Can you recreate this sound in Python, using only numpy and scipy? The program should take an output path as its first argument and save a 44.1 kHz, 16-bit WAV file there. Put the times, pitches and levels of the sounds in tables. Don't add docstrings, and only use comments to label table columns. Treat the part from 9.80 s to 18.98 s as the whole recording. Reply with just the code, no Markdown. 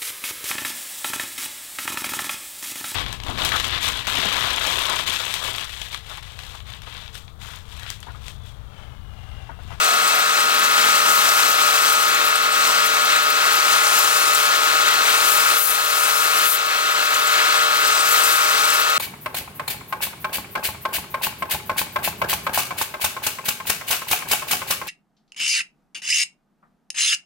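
import sys
import numpy as np
from scipy import signal
from scipy.fft import rfft, irfft
from scipy.io import wavfile
from scipy.ndimage import uniform_filter1d

SR = 44100
rng = np.random.default_rng(int(sys.argv[2]) if len(sys.argv) > 2 else 0)


def bounce(signal):
    frames = np.transpose(np.atleast_2d(signal))
    limited = np.clip(frames, -1, 1)
    pcm = np.round(limited * 32767).astype(np.int16)
    wavfile.write(sys.argv[1], SR, pcm)


N = 404838
TIME, FREQS = np.arange(N) / SR, np.fft.rfftfreq(N, 1 / SR)


def gain_of(db):
    return 10 ** (np.asarray(db) / 20)


def unit_level(x):
    return x / np.sqrt(np.mean(x ** 2) + 1e-20)


def over_time(rows):
    return np.interp(TIME, *np.transpose(rows))


def over_frequency(rows):
    hz, *columns = np.transpose(rows)
    return [np.interp(np.log(FREQS + 1), np.log(hz), column) for column in columns]


def resonances(rows):
    return sum(gain_of(db) * np.minimum(FREQS / hz, 1) / (1 + (2 * (FREQS - hz) / width) ** 2)
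               for hz, width, db in rows)


def filtered(x, gain):
    return irfft(rfft(x) * gain, N)


def shaken(rows):
    return unit_level(filtered(rng.standard_normal(N), resonances(rows)))


def swells(rows):
    return sum(gain_of(db) * np.exp(-(2 * (TIME - s) / length) ** 2) for s, db, length in rows)


def wander(rate_hz):
    steps = rng.standard_normal(4096)
    return unit_level(np.interp(TIME * 2 * rate_hz, np.arange(len(steps)), steps))


def sine(hz):
    return np.sin(2 * np.pi * (hz * TIME + rng.random()))


# (frequency [Hz], level [dB per Hz])
RUSH_COLOUR = [(25, -94.5), (70, -100), (130, -88), (330, -70), (650, -65), (1000, -61.5), (1300, -56),
               (1900, -60), (2650, -60), (3150, -61), (4150, -59.5), (4700, -64.5), (8100, -68),
               (9300, -73), (16000, -72.5)]
def fan_and_bearings(throb_hz=150.4, shaft_hz=37.6, swell_db=0.71):
    pulsing = 1 + 0.052 * sine(throb_hz) + 0.014 * sine(shaft_hz)
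    drift = gain_of(swell_db * wander(10))
    noise = rng.standard_normal(N) * pulsing * drift
    return filtered(noise, gain_of(over_frequency(RUSH_COLOUR)[0])) * np.sqrt(SR / 2)


# (time [s], level [dB])
BED_LEVEL = [(0, -52), (.6, -52.5), (1.1, -46), (1.4, -48), (1.7, -54), (3.2, -53.5), (6, -79), (9.18, -73)]
# (pitch [Hz], width [Hz], relative level [dB])
BED_RESONANCES = [(209, 10, -2), (252, 11, -0.5)]
def lathe_bed():
    shaking = gain_of(over_time(BED_LEVEL))
    return shaking * shaken(BED_RESONANCES), shaking


# (pitch [Hz], base level [dB])
MOTOR_TONES = [(150.1, -64), (403.1, -55), (450.9, -44), (601.6, -42), (638.6, -54), (752, -49),
               (1045, -48), (1052.4, -46), (1119.1, -37.5), (1171.5, -46), (1195.1, -45), (1232.1, -43),
               (1269.8, -27.5), (1306.8, -45), (1339.1, -43), (1382.8, -45), (1419.8, -30.3), (1570.6, -43),
               (1649.3, -45), (1720.6, -41.5), (2017, -44), (2216.6, -45), (2254.3, -47), (2619.6, -37)]
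# (time [s], change [%])
MOTOR_SPEED = [(0, -.02), (3, .02), (5.3, 0), (5.8, -.17), (6.5, -.1), (7.1, .03), (8.2, 0), (9.2, -.04)]
def motor_whine(bed_shaking, belt_hz=6.75, boost_db=3.2, full_shaking_db=-46):
    motor_time = np.cumsum(1 + over_time(MOTOR_SPEED) / 100) / SR
    flutter = 0.3 * sine(belt_hz) + 0.15 * sine(2 * belt_hz)
    loudest_hz = max(MOTOR_TONES, key=lambda tone: tone[1])[0]
    boost = gain_of(boost_db * (bed_shaking / gain_of(full_shaking_db)) ** 2)
    out = np.zeros(N)
    for hz, db in MOTOR_TONES:
        phase = 2 * np.pi * (hz * motor_time + rng.random()) + flutter * hz / loudest_hz
        level = gain_of(db) * (boost if hz == loudest_hz else 1)
        waver = 1 + 0.055 * sine(belt_hz) + 0.06 * wander(6)
        out += level * waver * np.sin(phase)
    return np.sqrt(2) * out


# (time [s], peak level [dB], length [s])
WOOD_GROANS = [(.11, -32, 0.12), (.36, -36, 0.22)]
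# (pitch [Hz], width [Hz], relative level [dB])
WOOD_RESONANCE = [(716, 55, 0)]
def wood_groans():
    return swells(WOOD_GROANS) * shaken(WOOD_RESONANCE)


# (time [s], peak level [dB], length [s])
RIDGE_SCRAPES = [(1.03, -27, 0.36), (1.46, -24.5, 0.027), (3.05, -25, 0.033), (3.335, -26, 0.18),
                 (3.97, -26, 0.23), (5.09, -25, 0.15), (5.3, -24, 0.091), (6.64, -33, 0.3),
                 (7.57, -30, 0.46)]
# (frequency [Hz], width [Hz], relative level [dB])
SCRAPE_COLOUR = [(1760, 1900, -4), (3540, 1550, -7.5)]
def ridge_scrapes():
    return swells(RIDGE_SCRAPES) * shaken(SCRAPE_COLOUR)


# (time [s], level [dB], pitch [Hz], fade time [s])
GRAIN_CHIRPS = [(0.275, -23, 8260, 0.011), (.351, -23, 12500, .0064), (.79, -22.5, 11100, 0.0092),
                (.835, -23, 6810, 0.011), (1.152, -21.5, 8480, .007), (2.096, -25, 8700, .012),
                (2.344, -23.5, 7110, .009), (2.555, -23, 8230, 0.017), (2.72, -25, 8360, .01),
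                (2.865, -25, 8150, .0145), (3.212, -27, 8020, .012), (3.245, -26.5, 12300, .012),
                (3.36, -23.5, 7470, .012), (3.752, -24, 12500, .014), (4.187, -17.5, 12800, 0.0135),
                (4.548, -16, 7600, .007), (4.84, -29, 11500, 0.0104), (5.699, -20, 8490, .008),
                (6.24, -21, 8470, .009), (7.343, -21, 6870, 0.0077), (7.47, -20.5, 7550, 0.01),
                (8.199, -28, 8000, .04), (8.315, -22, 7500, 0.01), (8.435, -20.5, 8100, 0.0115),
                (8.9, -18, 7550, 0.0061), (8.936, -24, 11400, 0.022), (9.099, -25.5, 11500, .0074)]
def grain_chirps(rise_s=0.00065, fuzz_share=0.16, sink_share=0.06):
    out, t = np.zeros(N + SR), np.arange(SR // 10) / SR
    for start, db, hz, fade_s in GRAIN_CHIRPS:
        rise, fade = 1 - np.exp(-t / rise_s), np.exp(-t / fade_s)
        real, imaginary, hiss = rng.standard_normal((3, len(t)))
        pole = np.exp(-np.pi * fuzz_share * hz / SR)
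        fuzz = signal.lfilter([1], np.poly([pole, pole]), real + 1j * imaginary)
        cycles = np.cumsum(hz * (1 + sink_share * (2 * fade - 1))) / SR
        squeak = unit_level((fuzz * np.exp(2j * np.pi * cycles)).real)
        scratch = 0.61 * unit_level(np.gradient(hiss))
        out[round(start * SR):][:len(t)] += gain_of(db) * (squeak + scratch) * rise * fade
    return out[:N]


def grit(colour, per_s, spread_db, flicker_db, flicker_hz):
    sizes = gain_of(spread_db * np.minimum(rng.exponential(1, N), 4))
    strikes = rng.standard_normal(N) * sizes * (rng.random(N) < per_s / SR)
    return unit_level(filtered(strikes, colour) * gain_of(flicker_db * wander(flicker_hz)))


# (frequency [Hz], relative level [dB])
SIZZLE_COLOUR = [(500, -51), (3000, -15), (6000, -8.5), (9000, -2.5), (12000, 0.5), (13700, 1.2),
                 (15000, -1), (15800, 1)]
# (time [s], peak level [dB], length [s])
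EDGE_FLARES = [(1.35, -28, .16), (2.86, -30, .08), (5.53, -23, .14), (5.86, -13.5, 0.17),
               (6.71, -13.5, 0.1), (7.4, -33, 0.33), (8.31, -24.5, 0.12), (8.49, -23, 0.27)]
def edge_sizzle(drive, tick_db=-37, ticks_per_s=13, tick_fade_s=0.013):
    colour = gain_of(over_frequency(SIZZLE_COLOUR)[0])
    sizzle = grit(colour, per_s=20000, spread_db=0.5, flicker_db=1, flicker_hz=40)
    sizes = gain_of(2 * np.minimum(rng.exponential(1, N), 3))
    starts = rng.random(N) < ticks_per_s / SR
    puffs = signal.lfilter([1], [1, -np.exp(-1 / (tick_fade_s * SR))], sizes * starts)
    ticks = unit_level(filtered(puffs * rng.standard_normal(N), colour))
    return np.hypot(drive, swells(EDGE_FLARES)) * sizzle + gain_of(tick_db) * ticks


# (pitch [Hz], width [Hz], relative level [dB])
SHEET_RESONANCES = [(8130, 500, 0), (6100, 380, -4), (5000, 250, -7)]
def sheet_ring():
    return grit(resonances(SHEET_RESONANCES), per_s=12000, spread_db=0.5, flicker_db=3.5, flicker_hz=35.07)


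# (frequency [Hz], width [Hz], relative level [dB])
HISS_COLOUR = [(7200, 3400, 1), (9500, 1700, -0.5)]
def flat_hiss(level_db=-1.5):
    return gain_of(level_db) * shaken(HISS_COLOUR)


# (frequency [Hz], relative level [dB])
RUB_COLOUR = [(100, -27), (400, -10), (900, 6), (1700, 1.5), (4000, 0), (5000, 4.5), (7500, 2.5),
              (10000, -5), (16000, -8)]
def face_rub():
    colour = gain_of(over_frequency(RUB_COLOUR)[0])
    return grit(colour, per_s=16000, spread_db=1.5, flicker_db=2, flicker_hz=35.2)


# (start [s], length [s], force [dB], ring relative to force [dB],
# sizzle relative to force [dB], share lying flat [0-1])
HAND_PRESSES = [(-.1, .42, -30.5, 0.5, -5, 0), (0.296, 0.46, -32.5, -5, -11, 0),
                (0.78, 0.7, -26.5, -8, -5, 0), (1.24, 0.48, -24.5, -9, -2, 0),
                (1.755, .54, -28.5, -2.5, -0.5, 0), (2.7, 0.33, -30, -3.5, -8.5, 0),
                (3.017, .35, -31, -16, -10.5, 0), (3.525, 0.42, -29.5, -16, -11, 0),
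                (3.845, .79, -25.5, -21, -3.5, 0.6), (4.622, 0.98, -30, -18, -10, 0),
                (5.223, 0.61, -30.5, -10, 4, 1), (5.87, 0.78, -29, -8, 5, 0.75),
                (7.675, 0.14, -35, -3, -13.5, 0), (8.002, 0.56, -28.5, -4, -7, .1),
                (8.58, 0.42, -30, -4.5, -1, 0)]
def hand_sanding(lean_s=0.047, lift_s=0.063, arch_db=4, tremor_db=0.8):
    powers = np.zeros((4, N))
    for start, length, force_db, ring_db, sizzle_db, flat_share in HAND_PRESSES:
        t = TIME - start
        contact = np.clip(t / lean_s, 0, 1) * np.clip(1 - (t - length) / lift_s, 0, 1)
        easing_db = arch_db * np.clip(2 * t / length - 1, -1, 1) ** 2
        shares = [1, gain_of(ring_db), gain_of(sizzle_db), flat_share]
        powers += np.outer(np.square(shares), contact * gain_of(force_db - easing_db) ** 2)
    force, ringing, sizzling, flat = np.sqrt(powers) * gain_of(tremor_db * wander(5))
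    paper = force * face_rub() + ringing * sheet_ring() + edge_sizzle(sizzling) + flat * flat_hiss()
    return paper, force


def scattered(x):
    slices = signal.stft(x, nperseg=512)[2]
    jumbled = slices * np.exp(2j * np.pi * rng.random(slices.shape))
    return np.std(x) * unit_level(signal.istft(jumbled)[1][:N])


# (frequency [Hz], level [dB], likeness [0-1], phase lead [radians])
RIGHT_MICROPHONE = [(40, -13, 0.8, 0.27), (130, -0.5, 0.94, 0.3), (500, -1, 1, 1.47),
                    (1130, -1.5, 0.94, 1.805), (1980, -3, 0.95, 1.84), (4120, -5.5, 0.9, 1.55),
                    (7950, -10, 0.77, 1.56), (14000, -11.5, 0.4, 1.6)]
def microphones(tones, noise):
    right_db, likeness, lead = over_frequency(RIGHT_MICROPHONE)
    shade = gain_of(right_db)
    left = rfft(tones + noise)
    direct = likeness * np.exp(1j * lead) * left
    bounced = np.sqrt(1 - likeness ** 2) * rfft(scattered(noise))
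    right = shade * (direct + bounced)
    average_gain = np.sqrt(1 + shade ** 2 + 2 * shade * likeness * np.cos(lead)) / 2
    return irfft(np.array([left, right]) / average_gain, N)


def scene(idle_db=-0.1, load_db=0.77, full_force_db=-23):
    paper, force = hand_sanding()
    load = gain_of(idle_db + load_db * force / gain_of(full_force_db))
    drone, bed_shaking = lathe_bed()
    lathe = load * fan_and_bearings() + drone
    handwork = wood_groans() + ridge_scrapes() + grain_chirps() + paper
    return microphones(load * motor_whine(bed_shaking), lathe + handwork)


def record(dry, threshold_db=-18, slope=0.83, held_share=0.5, recover_db_per_s=4, top_hz=15880):
    treble = filtered(dry[0], (FREQS > 9000) & (FREQS < top_hz))
    treble_db = 10 * np.log10(abs(uniform_filter1d(treble ** 2, size=900)) + 1e-12)
    quick_cut_db = slope * np.maximum(treble_db - threshold_db, 0)
    recovery_db = recover_db_per_s * TIME
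    slow_cut_db = np.maximum.accumulate(held_share * quick_cut_db + recovery_db) - recovery_db
    turned_down = dry * gain_of(-np.maximum(quick_cut_db, slow_cut_db))
    capped = np.clip(turned_down, -0.88, 0.88)
    low_pass = signal.firwin(601, top_hz, window=("kaiser", 8), fs=SR)
    return signal.oaconvolve(capped, low_pass[None], "same")


dry = scene()
out = record(dry)
bounce(out)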